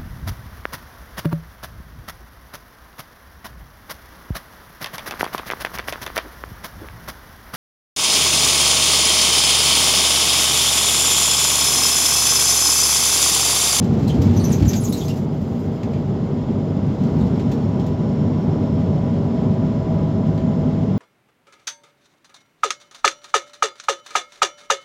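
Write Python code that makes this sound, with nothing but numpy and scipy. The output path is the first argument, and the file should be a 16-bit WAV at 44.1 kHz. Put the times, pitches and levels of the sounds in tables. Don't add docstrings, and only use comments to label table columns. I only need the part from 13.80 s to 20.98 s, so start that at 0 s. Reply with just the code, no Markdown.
import sys
import numpy as np
from scipy import signal
from scipy.fft import rfft, irfft
from scipy.io import wavfile

SR = 44100
rng = np.random.default_rng(int(sys.argv[2]) if len(sys.argv) > 2 else 0)


def store_wav(level_fs):
    pcm = np.round(np.clip(np.atleast_2d(level_fs), -1, 1) * 32767)
    wavfile.write(sys.argv[1], SR, pcm.T.astype(np.int16))


N = 316638
T = np.arange(N) / SR

# time_s, level_db
ROAD_ROUGHNESS = [(0, -19.5), (.62, -16.5), (1.05, -21.5), (1.6, -25), (2.3, -22), (2.75, -22.5),
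                  (3.4, -20), (4.15, -21.5), (4.7, -20.5), (6.1, -21), (7.18, -21)]
# frequency_hz, relative_db
BODY_SPECTRUM = [(15, -42.5), (24, -38), (41, -38), (56, -16.5), (75, -9.5), (95, -3), (122, -4.5),
                 (150, 0), (180, -1.5), (240, -2), (275, -7.5), (330, -14), (400, -21.5), (600, -80.5)]
TYRE_SPECTRUM = [(230, -30.5), (340, -6), (395, 0.5), (435, -5.5), (485, -4), (525, -12), (570, -9),
                 (680, -14), (810, -13), (900, -17.5), (1100, -21.5), (1450, -27.5), (2000, -47),
                 (3500, -85.5)]
AIR_SPECTRUM = [(900, -11), (1500, -2), (1850, 0.5), (2120, 2), (2400, -4), (3300, -1), (3600, -4.5),
                (4500, -7.5), (5700, -11), (7400, -15), (8400, -30), (9500, -37.5), (11000, -28),
                (15500, -34)]
FITTING_SPECTRUM = [(700, -23), (1800, -1.5), (3200, 0), (5000, 1.5), (7300, -1), (9200, -22),
                    (11000, -9.5), (12500, -8), (15500, -15.5)]
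# multiple_of_firing_rate, relative_db
ENGINE_ORDERS = [(1, -8), (2, 5), (2.16, -9.5), (3, 6.5), (3.25, -3), (3.8, -3.5), (4.35, -15), (4.85, 2),
                 (7.75, -19)]
# multiple_of_firing_rate, relative_db
GEAR_ORDERS = [(10.87, -5), (11.17, -1), (11.4, -6), (12.5, 0), (12.72, -12), (13.12, -5), (16.1, -1),
               (19.22, -1), (19.6, -1), (20.1, -9), (21.15, -4)]
# centre_hz, width_hz, gain_db
PANEL_RESONANCES = [(566, 7, .5), (643, 30, 1), (815, 50, -14), (984, 18, -7), (1065, 20, -15)]
# time_s, hum_db, whine_gain_db
DRIVE_LOAD = [(0, -23, -48), (1.7, -29, -43), (4.3, -26, -40.5), (7.18, -22, -37)]
# start_s, peak_db
ROAD_JOINTS = [(0.378, -6), (0.486, -20), (0.811, -2.5), (0.83, -7.5), (0.861, -5), (1.129, -27)]
# pitch_hz, t60_s, relative_db
THUD_MODES = [(67, 0.16, -4), (87.3, 0.11, 13.5), (138, 0.2, 4.5), (199.8, 0.21, 1.5), (308, 0.19, -5)]
# start_s, length_s, pitch_hz, level_db
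AIR_BOOMS = [(0.285, 0.48, 95.8, -27), (3.15, 0.49, 72, -32.5), (4.796, 0.5, 92.8, -32.5)]
# peak_s, rise_db_per_s, fall_db_per_s, level_db, tilt_db_per_octave
CHATTER_SPELLS = [(.86, 12.5, 72, -40.5, -5), (1.24, 20, 110, -41, 2.5), (1.75, 15, 22.5, -60, 3),
                  (3.42, 22.5, 20.5, -54.5, -3.5)]
# start_s, dry_peak_db, tilt_db_per_octave
FITTING_CLACKS = [(0.044, -31.5, -0.5), (0.279, -28, 2), (.418, -26.5, 0.5), (0.933, -16.5, -1.5),
                  (1.125, -21, 6), (1.282, -25.5, 2), (1.373, -37, 1), (2.032, -29.5, -7), (2.135, -35, -8),
                  (3.235, -38, -2), (3.596, -32.5, -7), (3.716, -30.5, -2), (3.997, -34.5, -6),
                  (4.065, -33.5, -1.5), (6.577, -36, -8)]
# start_s, end_pitch_hz, start_above_octaves, dry_level_db
TRIM_SLIPS = [(.269, 4050, 0.046, -43), (0.29, 3120, 0.074, -37), (.562, 5960, 0, -37),
              (.593, 4330, 0.07, -40), (.613, 9200, .14, -51), (.636, 6010, 0.031, -31.5),
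              (.69, 9150, 0.1, -47), (.717, 5850, 0.45, -31.5), (.849, 7000, .08, -44),
              (.877, 6080, 0.024, -29), (0.956, 6280, .25, -33), (1.003, 10000, 0.11, -41),
              (1.035, 6320, 0.34, -31.5), (1.083, 10300, 0.37, -41), (1.121, 4300, -0.33, -35),
              (1.172, 6300, .2, -40.5), (1.204, 3400, 0.16, -37.5), (1.249, 6270, 0.011, -44),
              (1.288, 2830, 0.011, -40.5), (3.4, 3600, .1, -50)]
# time_s, pitch_hz
TURBO_PITCH = [(1.6, 5030), (3.1, 5110), (3.8, 5380), (4.6, 5370), (5.6, 5230), (7.18, 5200)]


def road(body_db=-19.5, tyre_db=-30.5, air_db=-50, smooth_road_db=-21):
    rough_db = curves(ROAD_ROUGHNESS)[0] - smooth_road_db
    grain = walk(14)
    body = noise(BODY_SPECTRUM) * undb(body_db + rough_db + 0.52 * grain)
    tyres = noise(TYRE_SPECTRUM) * undb(tyre_db + 0.73 * rough_db + 0.54 * grain + 0.5 * walk(25))
    air = noise(AIR_SPECTRUM) * undb(air_db + 0.58 * rough_db + 0.5 * walk(30))
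    return body + tyres + air


def drive_train(start_hz=48.5, climb_hz_per_s=0.445):
    firing_hz = start_hz + climb_hz_per_s * T
    hum_db, whine_db = curves(DRIVE_LOAD)
    phase = cycle(firing_hz * (1 + 0.0006 * walk(9)))
    hum = sum(undb(db + 1.5 * walk(9)) * np.sin(order * phase + 0.4 * walk(10))
              for order, db in ENGINE_ORDERS)
    whine = 0
    for order, db in GEAR_ORDERS:
        panel_power = sum(undb(gain_db) ** 2 / (1 + (2 * (order * firing_hz - hz) / width_hz) ** 2)
                          for hz, width_hz, gain_db in PANEL_RESONANCES)
        tone = unit(undb(1.5 * walk(12)) * np.sin(order * phase + 0.18 * walk(30)))
        whine += undb(db) * np.sqrt(panel_power) * tone
    return unit(hum) * undb(hum_db) + whine * undb(whine_db)


def bumps(attack_s=0.0047, low_cut_hz=55):
    out, t = np.zeros(N), T[:SR // 2]
    modes = sum(undb(db) * np.sin(2 * np.pi * hz * t) * fade(t, t60) for hz, t60, db in THUD_MODES)
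    low_cut = signal.butter(4, low_cut_hz, "high", fs=SR, output="sos")
    thud = signal.sosfilt(low_cut, modes * (1 - np.exp(-t / attack_s)))
    for start_s, peak_db in ROAD_JOINTS:
        add(out, start_s, undb(peak_db) * thud / np.abs(thud).max())
    for start_s, length_s, hz, db in AIR_BOOMS:
        swell = np.hanning(int(length_s * SR))
        boom = swell * np.sin(2 * np.pi * hz * T[:len(swell)])
        add(out, start_s, undb(db) * unit(boom))
    return out


def rattles(taps_per_s=600, scatter_db=3.5, rest_db=-74, tap_t60_s=0.036, clack_t60_s=0.072):
    t = T[:SR // 10]
    taps = (rng.random(N) < taps_per_s / SR) * undb(scatter_db * np.clip(rng.standard_normal(N), -2, 2))
    tap_envelope = signal.fftconvolve(taps, fade(t, tap_t60_s))[:N]

    def chatter(tilt_db):
        return unit(colour(tap_envelope * rng.standard_normal(N), FITTING_SPECTRUM, tilt_db))

    out = chatter(0) * undb(rest_db)
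    for peak_s, rise, fall, db, tilt_db in CHATTER_SPELLS:
        below_peak_db = np.maximum(rise * (peak_s - T), fall * (T - peak_s))
        out += chatter(tilt_db) * undb(db - below_peak_db)
    for start_s, peak_db, tilt_db in FITTING_CLACKS:
        burst = rng.standard_normal(len(t)) * fade(t, clack_t60_s)
        clack = colour(burst, FITTING_SPECTRUM, tilt_db)
        add(out, start_s, undb(peak_db) * clack / np.abs(clack).max())
    return cabin(out, wet_db=-4)


def squeaks(slip_s=0.026, tremble_hz=270, harmonics_db=(0, -10.5, -24)):
    out, size = np.zeros(N), int(slip_s * SR)
    progress = np.linspace(0, 1, size)
    arch = np.sqrt(progress * (1 - progress))
    for start_s, end_hz, octaves, db in TRIM_SLIPS:
        roughness = tremble_hz / end_hz
        tremble = walk(2600, SR // 8)[:size]
        grip = walk(600, SR // 8)[:size]
        glide_hz = end_hz * 2 ** (octaves * (1 - progress) ** 2)
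        hz = glide_hz * (1 + roughness * tremble)
        tone = sum(undb(harmonic_db) * np.sin(k * cycle(hz)) * (k * hz < SR / 2)
                   for k, harmonic_db in enumerate(harmonics_db, 1))
        scrape = 1.6 * roughness * noise(FITTING_SPECTRUM, SR // 8)[:size]
        add(out, start_s, undb(db) * unit((tone + scrape) * arch * undb(2.6 * grip)))
    return cabin(out, wet_db=-1)


def turbo(top_speed_db=-61.5, fade_db_per_hz=0.015, whine_hz=7005, whine_db=-73):
    hz = curves(TURBO_PITCH)[0]
    whistle_db = top_speed_db - fade_db_per_hz * (hz.max() - hz)
    whistle = unit(walk(420) * np.sin(cycle(hz + 60 * walk(300))))
    whine = unit(undb(2 * walk(13)) * np.sin(cycle(whine_hz + 9 * walk(6))))
    return whistle * undb(whistle_db) + whine * undb(whine_db)


def cabin(direct, wet_db, t60_s=0.18, build_s=0.003):
    t = T[:SR // 3]
    tail = rng.standard_normal(len(t)) * fade(t, t60_s) * (1 - np.exp(-t / build_s))
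    reflections = signal.fftconvolve(direct, tail / np.sqrt(np.sum(tail ** 2)))[:N]
    return (direct + undb(wet_db) * reflections) / np.sqrt(1 + undb(wet_db) ** 2)


def undb(db):
    return 10 ** (np.asarray(db) / 20)


def unit(x):
    return x / np.sqrt(np.mean(x ** 2))


def curves(table):
    time_s, *columns = np.transpose(table)
    return [np.interp(T, time_s, column) for column in columns]


def colour(x, spectrum, tilt_db=0):
    hz, db = np.transpose(spectrum)
    tilted_db = db + tilt_db * np.log2(hz / hz[0])
    bin_hz = np.maximum(np.arange(len(x) // 2 + 1) * SR / len(x), 1)
    gain = undb(np.interp(np.log2(bin_hz), np.log2(hz), tilted_db))
    return irfft(rfft(x) * gain, len(x))


def noise(spectrum, size=N):
    return unit(colour(rng.standard_normal(size), spectrum))


def walk(rate, size=N):
    return unit(np.interp(np.arange(size) / SR * rate, np.arange(size), rng.standard_normal(size)))


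def cycle(hz):
    return 2 * np.pi * np.cumsum(hz) / SR


def fade(t, t60):
    return np.exp(-np.log(1000) * t / t60)


def add(out, start_s, x):
    i = max(int(start_s * SR), 0)
    out[i:i + len(x)] += x[:N - i]


def scene():
    return (road() + bumps() + drive_train() + turbo() + rattles() + squeaks())[None]


def record(dry):
    top_hz = 15800
    return signal.sosfilt(signal.ellip(10, 0.1, 80, top_hz, fs=SR, output="sos"), dry)


dry = scene()
out = record(dry)
store_wav(out)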